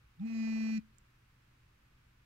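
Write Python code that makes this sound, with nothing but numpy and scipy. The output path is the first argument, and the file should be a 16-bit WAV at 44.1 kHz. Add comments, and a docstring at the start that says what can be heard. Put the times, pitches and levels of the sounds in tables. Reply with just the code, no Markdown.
"""A quiet room, the microphone close to a phone in its desk cradle. The phone vibrates once.
The motor's off-centre weight spins up and shakes the body into a hum; at speed the case knocks once a
turn and rings as a bright buzz, over fluttering low overtones. A tiny tick follows. The phone sits
to the right in the stereo image; behind it, ventilation and mains hum go on."""
import sys
import numpy as np
from scipy import signal
from scipy.fft import rfft, irfft
from scipy.io import wavfile

SR = 44100
rng = np.random.default_rng(int(sys.argv[2]) if len(sys.argv) > 2 else 0)


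def output_pcm(signal):
    """Save a mono or channel-first signal as 16-bit PCM at the path in sys.argv[1].

    Samples are clipped to [-1, 1] before scaling.
    """
    pcm = np.clip(np.atleast_2d(signal).T, -1, 1) * 32767
    wavfile.write(sys.argv[1], SR, np.round(pcm).astype(np.int16))


N = 99225
T = np.arange(N) / SR
FFT_SIZE = 2 ** 17
FREQ = np.arange(FFT_SIZE // 2 + 1) * SR / FFT_SIZE


def body_hum(turns):
    """The spinning weight rocks the phone in a near sine; a low mode of the desk rings on after it."""
    # shaking of the body (time [s], level [dB])
    shaking = [(.165, -89), (.187, -59), (.208, -39.5), (.222, -36.5), (.257, -36), (.275, -40.5),
               (.39, -34.5), (.6, -34.5), (.788, -34), (.795, -42.5), (.803, -74.5)]
    waver_db, waver_hz = 0.45, 59.6
    desk_hz, desk_t60_s, desk_db = 218.9, 0.38, -19.5
    waver = shape(rng.standard_normal(N), 1 / (1 + (FREQ / waver_hz) ** 2))
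    hum = np.sqrt(2) * np.sin(2 * np.pi * turns) * envelope(shaking)
    hum *= undb(waver_db * waver / waver.std())
    desk = undb(desk_db) / (1 + 2j * np.pi * (FREQ - desk_hz) * desk_t60_s / np.log(1000))
    return shape(hum, 1 + desk)


def case_buzz(turns):
    """Knocks ring the case, brighter when harder; between them it scrapes and hisses."""
    # force of the knocks (time [s], level [dB])
    knock_levels = [(.21, -19), (.248, -16.5), (.27, -7), (.32, -5.5), (.35, -4), (.44, -1), (.62, 0.5),
                    (.778, 1), (.784, -11.5), (.8, -23)]
    # modes of the case (frequency [Hz], width [Hz], left [dB], right [dB])
    case_modes = [(1475, 120, -68.5, -61), (1800, 120, -82, -61), (2001, 130, -64.5, -53.5),
                  (2469, 219, -70.5, -49.5), (2730, 250, -76.5, -74.5), (2930, 990, -81, -74),
                  (4072, 180, -77.5, -61), (4475, 290, -71.5, -61.5), (4935, 100, -71, -57.5),
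                  (5565, 400, -69, -68), (5720, 220, -82.5, -65.5), (6300, 190, -86.5, -65.5),
                  (6970, 130, -89, -61.5), (7450, 790, -97, -79)]
    # hiss of the rubbing case (frequency [Hz], density [dB per Hz])
    hiss_spectrum = [(800, -118), (1600, -99), (2500, -97), (3400, -104), (5000, -108), (7500, -109),
                     (8500, -118), (15000, -119)]
    dull_hz, scrape_db, rub_decay_turns = 3400, -9.5, 1.9
    force = envelope(knock_levels)
    blows = knocks(turns, jitter_s=1e-6, scatter_db=0.4) * force
    dull = shape(blows, 1 / (1 + (FREQ / dull_hz) ** 10))
    bright = (blows - dull) * np.sqrt(force)
    # rubbing follows the knocks and fades within each turn
    rubbing = 2 * np.exp(-(turns % 1) / rub_decay_turns) * force ** 0.59
    scrape = undb(scrape_db) * rng.standard_normal(N) * rubbing
    hiss = shape(rng.standard_normal((2, N)) * rubbing, colour_of(hiss_spectrum))
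    return ring(dull + bright + scrape, case_modes) + hiss * sides(left_db=-6, right_db=-1.5)


def low_overtones(turns):
    """Rough low overtones that flutter, dropping out briefly about 23 times a second."""
    # low modes of phone and cradle (frequency [Hz], width [Hz], left [dB], right [dB])
    low_modes = [(465, 57, -64, -57.5), (665, 200, -67.5, -60), (860, 180, -80.5, -65),
                 (1125, 170, -77, -69), (1263, 210, -82, -71.5)]
    # swell and fade of the overtones (time [s], level [dB])
    overtone_levels = [(.2, -34), (.235, -6), (.3, -2.5), (.45, 1.5), (.66, 3), (.71, 0.5), (.78, -13),
                       (.8, -18)]
    # brief dips in the overtones (time [s], depth [dB])
    dips = [(0.247, 23), (0.289, 15.5), (0.337, 15.5), (0.381, 10.5), (.418, 14.5), (.463, 27),
            (.511, 31.5), (0.547, 25), (.596, 22.5), (0.631, 22), (0.681, 23), (0.719, 32)]
    dip_half_width_s, roughness_db = 0.0063, 16
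    dip_db = sum(depth * np.exp(-((T - at) / dip_half_width_s) ** 4) for at, depth in dips)
    roughness = undb(roughness_db) * rng.standard_normal(N)
    blows = knocks(turns, jitter_s=3e-5, scatter_db=1)
    return ring(blows + roughness, low_modes) * envelope(overtone_levels) * undb(-dip_db)


def housing_ring():
    """A mode of the housing sings briefly while the motor spins up."""
    mode_hz, peak_s, half_width_s = 798, 0.2225, 0.014
    swell = np.exp(-((T - peak_s) / half_width_s) ** 2)
    return np.sqrt(2) * np.sin(2 * np.pi * mode_hz * T) * swell * sides(left_db=-71.5, right_db=-60)


def ticks():
    """Each tick is a few milliseconds of high ring with a small crack, hard right."""
    # tiny ticks (time [s], pitch [Hz], ring [dB], crack [dB])
    tick_events = [(.197, 3600, -60.5, -65), (.256, 7540, -65, -70.5), (.984, 7450, -50.5, -56)]
    ring_s, crack_s, crack_half_width_hz = 0.0026, 0.0016, 4000
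    out = np.zeros(N)
    for at, hz, ring_db, crack_db in tick_events:
        age = np.maximum(T - at, 0)
        tone = undb(ring_db) * np.sin(2 * np.pi * hz * age) * np.exp(-(age / ring_s) ** 2)
        crack = undb(crack_db) * rng.standard_normal(N) * np.exp(-age / crack_s) * (T > at)
        out += tone + shape(crack, 1 / (1 + ((FREQ - hz) / crack_half_width_hz) ** 2))
    return out * sides(left_db=-29.5, right_db=0)


def room_reflections(direct):
    """The walls return a short, dull tail, different on each side."""
    delay_s, t60_s, send_db = 0.006, 0.13, -9.5
    low_cut_hz, high_cut_hz = 556, 2500
    tail = rng.standard_normal((2, N)) * undb(-60 * T / t60_s) * (T > delay_s)
    tail /= np.sqrt(np.sum(tail ** 2, axis=1, keepdims=True))
    colour = 1j * FREQ / (low_cut_hz + 1j * FREQ) / (1 + 1j * FREQ / high_cut_hz)
    return shape(undb(send_db) * direct.mean(axis=0), rfft(tail, FFT_SIZE) * colour)


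def room_tone():
    """Ventilation rumble shared by both sides, wide soft hiss and a mains hum."""
    # room air (frequency [Hz], density [dB per Hz])
    air_spectrum = [(20, -93), (55, -86.5), (92, -91), (140, -94), (200, -101), (350, -105), (400, -109),
                    (690, -111.5), (1000, -107.5), (1500, -106), (2600, -109), (3300, -114), (5000, -118),
                    (9000, -125.5), (15500, -125.5)]
    centre_below_hz, vent_below_hz = 300, 1800
    mains_hz, mains_db = 121.4, -73
    colour = colour_of(air_spectrum)
    centre_share = 1 / (1 + (FREQ / centre_below_hz) ** 4)
    vent_share = (1 - centre_share) * .5 / (1 + (FREQ / vent_below_hz) ** 2)
    wide_share = 1 - centre_share - vent_share
    rumble = shape(rng.standard_normal(N), colour * np.sqrt(centre_share))
    vent = delay_left(shape(rng.standard_normal(N), colour * np.sqrt(vent_share)))
    hiss = shape(rng.standard_normal((2, N)), colour * np.sqrt(wide_share))
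    mains = np.sqrt(2) * undb(mains_db) * np.sin(2 * np.pi * mains_hz * T)
    return rumble + vent * sides(left_db=-1.5, right_db=1.5) + hiss + mains


def knocks(turns, jitter_s, scatter_db):
    """One slightly uneven pulse a turn; each harmonic has an rms near 1."""
    count = int(turns[-1])
    chance = rng.standard_normal((N // 50, 2))[:count]
    at = np.interp(np.arange(count), turns, np.arange(N)) + jitter_s * SR * chance[:, 0]
    taps = at.astype(int)[:, None] + np.arange(-7, 9)
    offset = taps - at[:, None]
    # a windowed sinc lets each knock fall between samples
    pulses = np.sinc(offset) * np.sinc(offset / 8) * undb(scatter_db * chance[:, 1:])
    out = np.zeros(N)
    np.add.at(out, np.clip(taps, 0, N - 1), pulses)
    return out / np.gradient(turns) / np.sqrt(2)


def ring(drive, modes):
    """A set of modes rings after each push, as heard left and right."""
    power = sum(sides(left, right) ** 2 / (1 + (2 * (FREQ - hz) / width) ** 2) ** 2
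                for hz, width, left, right in modes)
    # minimum phase: nothing rings ahead of the push
    cepstrum = irfft(np.log(power) / 2)
    cepstrum[:, 1:FFT_SIZE // 2] *= 2
    cepstrum[:, FFT_SIZE // 2 + 1:] = 0
    return shape(drive, np.exp(rfft(cepstrum)))


def delay_left(x, lag_s=0.000751):
    """The left channel lags the right by under a millisecond."""
    return shape(x, np.exp(-2j * np.pi * FREQ * np.array([[lag_s], [0]])))


def undb(db):
    """Decibels to gain."""
    return 10 ** (np.asarray(db) / 20)


def sides(left_db, right_db):
    """Gains of the left and right channels."""
    return undb([[left_db], [right_db]])


def curve(rows):
    """Straight lines through (time [s], value) rows."""
    return np.interp(T, *np.array(rows).T)


def envelope(rows, fall_db_per_s=1192):
    """Gain along (time [s], level [dB]) rows, falling fast outside them."""
    outside_s = np.maximum(rows[0][0] - T, 0) + np.maximum(T - rows[-1][0], 0)
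    return undb(curve(rows) - fall_db_per_s * outside_s)


def shape(x, response):
    """Filter by a frequency response."""
    return irfft(rfft(x, FFT_SIZE) * response)[..., :N]


def colour_of(rows):
    """Response that gives white noise a spectrum of (frequency [Hz], density [dB per Hz]) rows."""
    hz, db = np.array(rows).T
    return undb(np.interp(np.log(FREQ + 1), np.log(hz), db)) * np.sqrt(SR / 2)


def scene():
    """Close up, one motor speed drives hum, buzz and overtones; the room lies behind."""
    # motor speed (time [s], rotation rate [Hz])
    motor_speed = [(.17, 149.2), (.2, 173.1), (.22, 201.4), (.24, 220.9), (.27, 228.6), (.386, 223.9),
                   (.53, 221.8), (.772, 220.5), (.8, 199.6)]
    turns = np.cumsum(curve(motor_speed)) / SR
    vibration = body_hum(turns) + case_buzz(turns) + low_overtones(turns)
    phone = delay_left(vibration + housing_ring() + ticks())
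    return phone + room_reflections(phone) + room_tone()


def record(dry):
    """The recorder cuts the highest treble steeply."""
    top_hz = 15700
    return signal.sosfilt(signal.ellip(10, .1, 80, top_hz, fs=SR, output="sos"), dry)


dry = scene()
out = record(dry)
output_pcm(out)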